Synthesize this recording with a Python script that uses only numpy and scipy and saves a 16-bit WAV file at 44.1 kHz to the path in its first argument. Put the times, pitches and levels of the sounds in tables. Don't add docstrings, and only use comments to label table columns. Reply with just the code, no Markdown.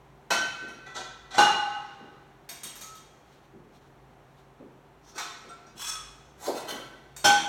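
import sys
import numpy as np
from scipy import signal
from scipy.fft import rfft, irfft, next_fast_len
from scipy.io import wavfile
from scipy.ndimage import map_coordinates

SR = 44100
rng = np.random.default_rng(int(sys.argv[2]) if len(sys.argv) > 2 else 0)


def wav_record(signal):
    frames = np.transpose(np.atleast_2d(signal))
    bounded = np.clip(frames, -1, 1)
    quanta = np.round(bounded * 32767).astype(np.int16)
    wavfile.write(sys.argv[1], SR, quanta)


def volts(x):
    e = np.asarray(x, float) / 20
    return 10 ** e


N = 329868
LONG = 5 * SR // 4

# (time [s], peak above 2 kHz [dB], rise [s], ring [dB], favoured frequency [Hz])
LIFT_CONTACTS = [(0.3051, -17, 0.00398, -11, 4300), (0.68, -48, 0.013, -4.5, 11000)]
BAR_CONTACTS = [(.861, -44.5, .012, -8, 1970), (.951, -28.5, 0.022, -17.5, 6600),
                (1.307, -35.5, 0.0074, -17, 3900), (1.34, -27, 0.039, -16, 1970)]
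DROP_CONTACTS = [(1.3815, -15, .001, -2.5, 1125), (1.4062, -21, 0.001986, -6.5, 9800)]
COLLAR_CONTACTS = [(2.4897, -32, 0.0007, -13, 2300), (2.6329, -30, 0.00088, -15, 9100),
                   (2.7544, -38.5, 0.0009, -23, 12300), (2.81, -33.5, 0.0013, -16, 6900),
                   (2.9502, -45, 0.0009, -15.5, 3320), (7.1636, -35, 0.00057, -14.5, 7870)]
NUDGE_CONTACTS = [(5.05, -47, 0.09, -26, 5500), (5.15, -39, 0.022, -12.5, 1490),
                  (5.178, -25.5, 0.0044, -17.5, 3760), (5.488, -50.5, .008, -7, 8200),
                  (5.663, -56.5, 0.013, -6.5, 5500)]
SLIDE_CONTACTS = [(5.79, -28.5, .08, -18.5, 3170), (5.855, -26, .07, -14, 6400)]
TILT_CONTACTS = [(6.41, -35.5, .08, -16.5, 7100), (6.458, -29.5, .017, -23, 4340),
                 (6.55, -33, .04, -15, 2650), (6.68, -29, 0.025, -10.5, 3060)]
RACK_CONTACTS = [(7.2426, -15, .005, -11, 700), (7.2501, -14, .005, -17.5, 5700)]

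# (frequency [Hz], level [dB], t60 [s])
LIFT_RING = [(700, -8.5, 0.69), (821, -12, 0.64), (1043, -11, .45), (1375, -1.5, 0.8), (1950, -6, 0.25),
             (2240, -20, 1), (2577, -8.5, 0.92), (3050, -4, 0.63), (4300, -29, 0.37), (5700, -8, 0.59),
             (6370, -12, 0.58)]
BAR_RING = [(755, -3, 0.72), (1340, -0.5, 0.82), (1523, -0.5, 0.93), (1970, -12.5, 1.3), (2450, -7.5, 1.5),
            (3450, -6, 1), (3410, -28, .45), (4330, -14, .5), (6050, -14.5, 0.82)]
DROP_RING = [(746, -17, 0.75), (803, -7.5, 1.19), (867, -7.5, 0.86), (1075, -31, 1.34), (1507, -4.5, 0.68),
             (1605, -18, .5), (1965, -23.5, 1.3), (2460, -24, 1.2), (2830, -12, 0.97), (3500, -21.5, 1),
             (4050, -17.5, 1.1), (4587, -28, .4), (5500, -28, .4), (6400, -27, 0.68)]
COLLAR_RING = [(2300, -15, 0.4), (2850, -18, 0.82), (3260, -13, 0.97), (3710, -5, 0.45), (4530, -5, 0.35),
               (6100, -22.5, 0.36), (6550, -8.5, 0.45), (7100, -26, .3), (8330, -4, 0.43),
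               (9300, -12, 0.23), (9900, -11, 0.13), (12300, -7, 0.12)]
NUDGE_RING = [(700, -6.5, 1), (1049, -8, 0.74), (1304, -5.5, 1), (1515, -5.5, 1), (2573, -8.5, 0.55),
              (3604, -8.5, 0.55), (4830, -5, 0.47), (5140, -15, 0.54), (5750, -8, 0.2), (6616, -16, 0.37),
              (8200, -12, 0.19)]
SLIDE_RING = [(2530, -10.5, 0.69), (3390, -4, 0.68), (5230, -6, 0.68), (5480, -2.5, 0.46),
              (5790, -23, 0.17), (6120, -25, 0.74), (7063, -23, 0.26), (8000, -6, 0.48), (8730, -4, 0.54),
              (9668, -16, 0.48)]
TILT_RING = [(1344, -5.5, 0.86), (1530, -7, 0.93), (1970, -12, 1), (2240, -14, 1), (3060, -10.5, 0.54),
             (4200, -10, 0.69), (5600, -30, .6), (6400, -9.5, 0.23), (9700, -16, 0.41)]
RACK_RING = [(1418, -4.5, 0.68), (2090, -13.5, .5), (2280, -15, 0.94), (3150, -6, 1), (3360, -12, 0.87),
             (3600, -12, 0.7), (4340, -5, 0.53), (5320, -1, 0.36), (5720, -10, 0.5), (5820, -8.5, 0.76),
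             (6300, -8, 1), (7440, -10.5, .6)]

# (frequency [Hz], density [dB per Hz])
LIFT_CLATTER = [(100, -17.5), (350, -7), (900, -2), (2000, -10.5), (5800, -13), (9000, -18.5),
                (16000, -36.5)]
BAR_CLATTER = [(200, -10), (900, -1), (1500, -7), (2200, -16.5), (3600, -5.5), (6400, -13.5), (9000, -22),
               (16000, -48)]
DROP_CLATTER = [(60, -18), (300, -11.5), (900, -13.5), (1500, -9.5), (2200, -23.5), (4000, -17),
                (6500, -21), (9000, -31), (16000, -49)]
COLLAR_CLATTER = [(500, -7), (1300, -0.5), (3000, -6), (6400, 2), (8300, -6), (12500, -9), (16000, -13)]
NUDGE_CLATTER = [(300, -48), (750, 2), (1400, -1), (2500, -6.5), (6300, -1), (9000, -13), (16000, -26)]
SLIDE_CLATTER = [(400, -31), (1200, 0), (2500, -12), (3500, -5), (6400, -5), (9000, -11.5), (16000, -23)]
TILT_CLATTER = [(300, -13), (900, -4), (1400, -10.5), (2500, -18.5), (4300, -11.5), (7000, -17),
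                (10000, -19.5), (16000, -27)]
RACK_CLATTER = [(60, -25), (300, -18.5), (1000, -19.5), (2000, -26), (3200, -18), (5800, -27), (9000, -30),
                (16000, -45)]

IRON = [(LIFT_CONTACTS, LIFT_RING, LIFT_CLATTER, 1.105),
        (BAR_CONTACTS, BAR_RING, BAR_CLATTER, 1.18),
        (DROP_CONTACTS, DROP_RING, DROP_CLATTER, 1.077),
        (COLLAR_CONTACTS, COLLAR_RING, COLLAR_CLATTER, 1.19),
        (NUDGE_CONTACTS, NUDGE_RING, NUDGE_CLATTER, 1.23),
        (SLIDE_CONTACTS, SLIDE_RING, SLIDE_CLATTER, 1.065),
        (TILT_CONTACTS, TILT_RING, TILT_CLATTER, 1.12),
        (RACK_CONTACTS, RACK_RING, RACK_CLATTER, 1.02)]

# (frequency [Hz], t60 [s])
ROOM_DECAY = [(100, 0.84), (500, 0.46), (2000, 0.83), (6000, .5), (12000, 0.34), (16000, .25)]
# (time [s], frequency [Hz], rise [s], beat rate [Hz], first dip after the blow [s])
SINGING_TONES = [(.304, 1525, .002, 4.5, .24), (.858, 1968, .01, 3, .3), (1.382, 829, .002, 2.4, .17),
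                 (1.382, 1518, .002, 11, .05), (1.4, 1287, .002, 2.7, .22), (1.403, 2870, .002, 6, .12),
                 (2.81, 1291, .04, 4.2, .26), (5.49, 1357, .03, 6, .1), (5.86, 1288, .04, 4.5, .23),
                 (6.678, 4210, .01, 3, .3), (7.247, 817, .008, 5.2, .18), (7.247, 1526, .006, 5.2, .19)]
# (level [dB], t60 [s])
SINGING_DECAYS = [(-27.5, 1.24), (-48.5, 1.26), (-16, 0.89), (-29.5, 1.3), (-33, 1.3), (-26.5, 0.87),
                  (-43.5, 0.71), (-42.5, 0.56), (-40, 0.75), (-38, 0.26), (-18.5, 1.04), (-18.5, 0.7)]
# (time [s], nominal peak [dB], centre frequency [Hz], t60 [s])
MAT_THUDS = [(0.62, -44.5, 336, 1), (2.002, -46.5, 305, 0.9), (3.534, -47, 250, 0.99),
             (4.599, -43, 316, 0.58), (5.15, -48, 358, 1), (5.439, -49, 342, 0.8), (5.75, -48.5, 213, 0.25),
             (6.449, -52, 480, 0.69), (6.473, -26, 500, 0.69), (6.719, -38.5, 346, 0.66),
             (7.254, -33.5, 297, 0.27)]
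# (time [s], level [dB])
CLOTH_BRUSHES = [(3.35, -69), (3.8, -68.5), (4.37, -74)]
# (frequency [Hz], density [dB per Hz])
AIR_COLOUR = [(18, -31), (30, -9.5), (106, -8.5), (138, -1), (165, -7.5), (245, -7), (336, -6.5),
              (404, -8.5), (437, -8), (666, -9), (721, -5.5), (16000, -44.5)]
# (frequency [Hz], level [dB rms], wander [Hz])
FAN_TONES = [(135, -68.5, 3), (155, -77, 0.94), (391, -70, 3)]
# (time [s], level [dB rms])
LOW_HUM_LEVEL = [(0, -71), (1.35, -68.5), (1.9, -80), (2.8, -71.5), (3.4, -77), (3.75, -68), (4.35, -73.5),
                 (5.5, -74), (6.1, -61), (6.5, -72), (7.48, -63.5)]
# (frequency [Hz], gain [dB])
MICROPHONE_RESPONSE = [(20, -19), (45, 3.5), (4300, .5), (5000, -4), (5600, 2), (9800, 1), (10600, -0.5),
                       (11500, 3.5)]


def plates():
    track = np.zeros(N)
    for contacts, modes, colour, slow in IRON:
        for s, db, rise, ring_db, favoured_hz in contacts:
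            rise = max(rise, .0005)
            crack = clatter(colour, rise, favoured_hz, slow)
            add(track, s - rise / 2, volts(db - 11.5) * crack)
            ring = ringing(modes, rise, favoured_hz, slow)
            add(track, s - rise / 2, volts(db + ring_db) * ring)
    return track


def clatter(colour, rise, favoured_hz, slow):
    def gain(hz):
        fine_db = 3.6 * wobble(SR / 45, size=len(hz))
        broad_db = 1.5 * wobble(SR / 500, size=len(hz))
        level_db = along(colour, hz) + 6.0 * favour(hz, favoured_hz) + fine_db + broad_db
        g = volts(level_db) / (1 + (110 / (hz + 1)) ** 3)
        return g / np.sqrt(np.mean(g ** 2 * (hz > 2000)))

    def t60(hz):
        return slow * along(ROOM_DECAY, hz)

    touching = np.arange(LONG) < 2 * rise * SR
    chatter_db = 1.6 * wobble(150, LONG) * touching
    return volts(chatter_db) * fading_noise(gain, t60, rise)


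def ringing(modes, rise, favoured_hz, slow):
    t = np.arange(LONG) / SR
    ring = np.zeros(LONG)
    for hz, db, t60 in modes:
        t60 = min(slow, 1.15) * np.clip(t60, .2, 1.1 * (2000 / hz) ** .5)
        blur_rate = 12 + .033 * hz
        blur = 0.11 + wobble(blur_rate, LONG) + 1j * wobble(blur_rate, LONG)
        strength_db = db + 8 * favour(hz, favoured_hz) + rng.normal(0, 1.5)
        level_db = strength_db - 60 * np.maximum(t - rise, 0) / t60
        ring += volts(level_db) * np.imag(blur * np.exp(2j * np.pi * hz * t))
    return ring * swell(rise + 0.0025)


def singing():
    twin_share, twin_grows_s = .9, .06
    track = np.zeros(N)
    t = np.arange(LONG) / SR
    for (s, hz, rise, beat_hz, dip), (db, t60) in zip(SINGING_TONES, SINGING_DECAYS):
        twin_level = twin_share * (1 - np.exp(-t / twin_grows_s))
        twin = twin_level * np.exp(2j * np.pi * beat_hz * (t - dip))
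        carrier = np.exp(2j * np.pi * (hz - beat_hz / 2) * t + 0.63j * wobble(30, LONG))
        level_db = db - 60 * t / t60 + 1.2 * wobble(40, LONG)
        onset = np.minimum(t / rise, 1)
        add(track, s, onset * volts(level_db) * np.imag((1 - twin) * carrier))
    return track


def thuds():
    rise = 0.015
    track = np.zeros(N)
    for s, db, centre_hz, t60 in MAT_THUDS:
        def gain(hz):
            octaves = np.log2((hz + 20) / centre_hz)
            return np.sqrt(SR / 2 / centre_hz) / (1 + (1.24 * octaves) ** 4 + (130 / (hz + 1)) ** 4)

        thud = fading_noise(gain, lambda hz: t60 + 0 * hz, rise)
        add(track, s - rise / 2, volts(db - 5) * thud)
    return track


def rustle():
    half_s = 0.099
    t = np.arange(N) / SR
    strokes = sum(volts(db) * np.exp(-((t - s) / half_s) ** 2) for s, db in CLOTH_BRUSHES)
    grain = volts(3.3 * wobble(40, N))
    return strokes * grain * coloured([(1000, 2.0), (4000, 8.0), (16000, -16)])


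def room_tone():
    t = np.arange(N) / SR
    air = volts(-59 + 0.28 * wobble(2.72, N)) * coloured(AIR_COLOUR)
    for hz, db, wander_hz in FAN_TONES:
        level = np.sqrt(2) * volts(db + 1.6 * wobble(1.2, N))
        air += level * wandering_sine(hz + wander_hz * wobble(11, N))
    low_hum = wandering_sine(49 + 8.3 * wobble(5.6, N)) * volts(2.0 * wobble(8, N))
    low_hum_level = np.sqrt(2) * volts(np.interp(t, *np.transpose(LOW_HUM_LEVEL)))
    return air + low_hum_level * low_hum


def wandering_sine(hz):
    return np.sin(2 * np.pi * np.cumsum(hz) / SR)


def fading_noise(gain, t60, rise):
    spectrum = rfft(rng.standard_normal(LONG))
    noise = irfft(spectrum * gain(np.fft.rfftfreq(LONG, 1 / SR)), LONG)
    hz, t, z = signal.stft(noise, SR, nperseg=256)
    fall_db = -60 * np.maximum(t - rise, 0) / t60(hz)[:, None]
    fade = np.hypot(volts(fall_db), volts(-14 + 0.43 * fall_db))
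    return signal.istft(z * fade, SR, nperseg=256)[1][:LONG] * swell(rise)


def coloured(points):
    size = next_fast_len(N)
    gain = volts(along(points, np.fft.rfftfreq(size, 1 / SR)))
    noise = irfft(rfft(rng.standard_normal(size)) * gain, size)[:N]
    return noise / np.std(noise)


def favour(hz, favoured_hz):
    return np.exp(-(np.log2((hz + 1) / favoured_hz) / .2) ** 2)


def swell(rise):
    return np.minimum(np.arange(LONG) / SR / rise, 1) ** 1.5


def along(points, hz):
    f, v = np.transpose(points)
    return np.interp(np.log(hz + 1), np.log(f + 1), v)


def wobble(rate, size):
    knots = rng.standard_normal(int(size * rate / SR) + 4)
    return map_coordinates(knots, [np.arange(size) * rate / SR])


def add(track, s, sound):
    part = track[round(s * SR):][:len(sound)]
    part += sound[:len(part)]


def scene():
    return (plates() + singing() + thuds() + rustle() + room_tone())[None]


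def top_cut(x):
    return signal.sosfilt(signal.butter(12, 16540, fs=SR, output="sos"), x)


def record(dry):
    size = next_fast_len(N + SR // 4)
    response = volts(along(MICROPHONE_RESPONSE, np.fft.rfftfreq(size, 1 / SR)))
    x = irfft(rfft(dry, size) * response, size)[:, :N]
    ceiling = .53
    squeezed = x / (1 + np.abs(x / ceiling) ** 5) ** (1 / 5)
    return top_cut(squeezed)


dry = scene()
out = record(dry)
wav_record(out)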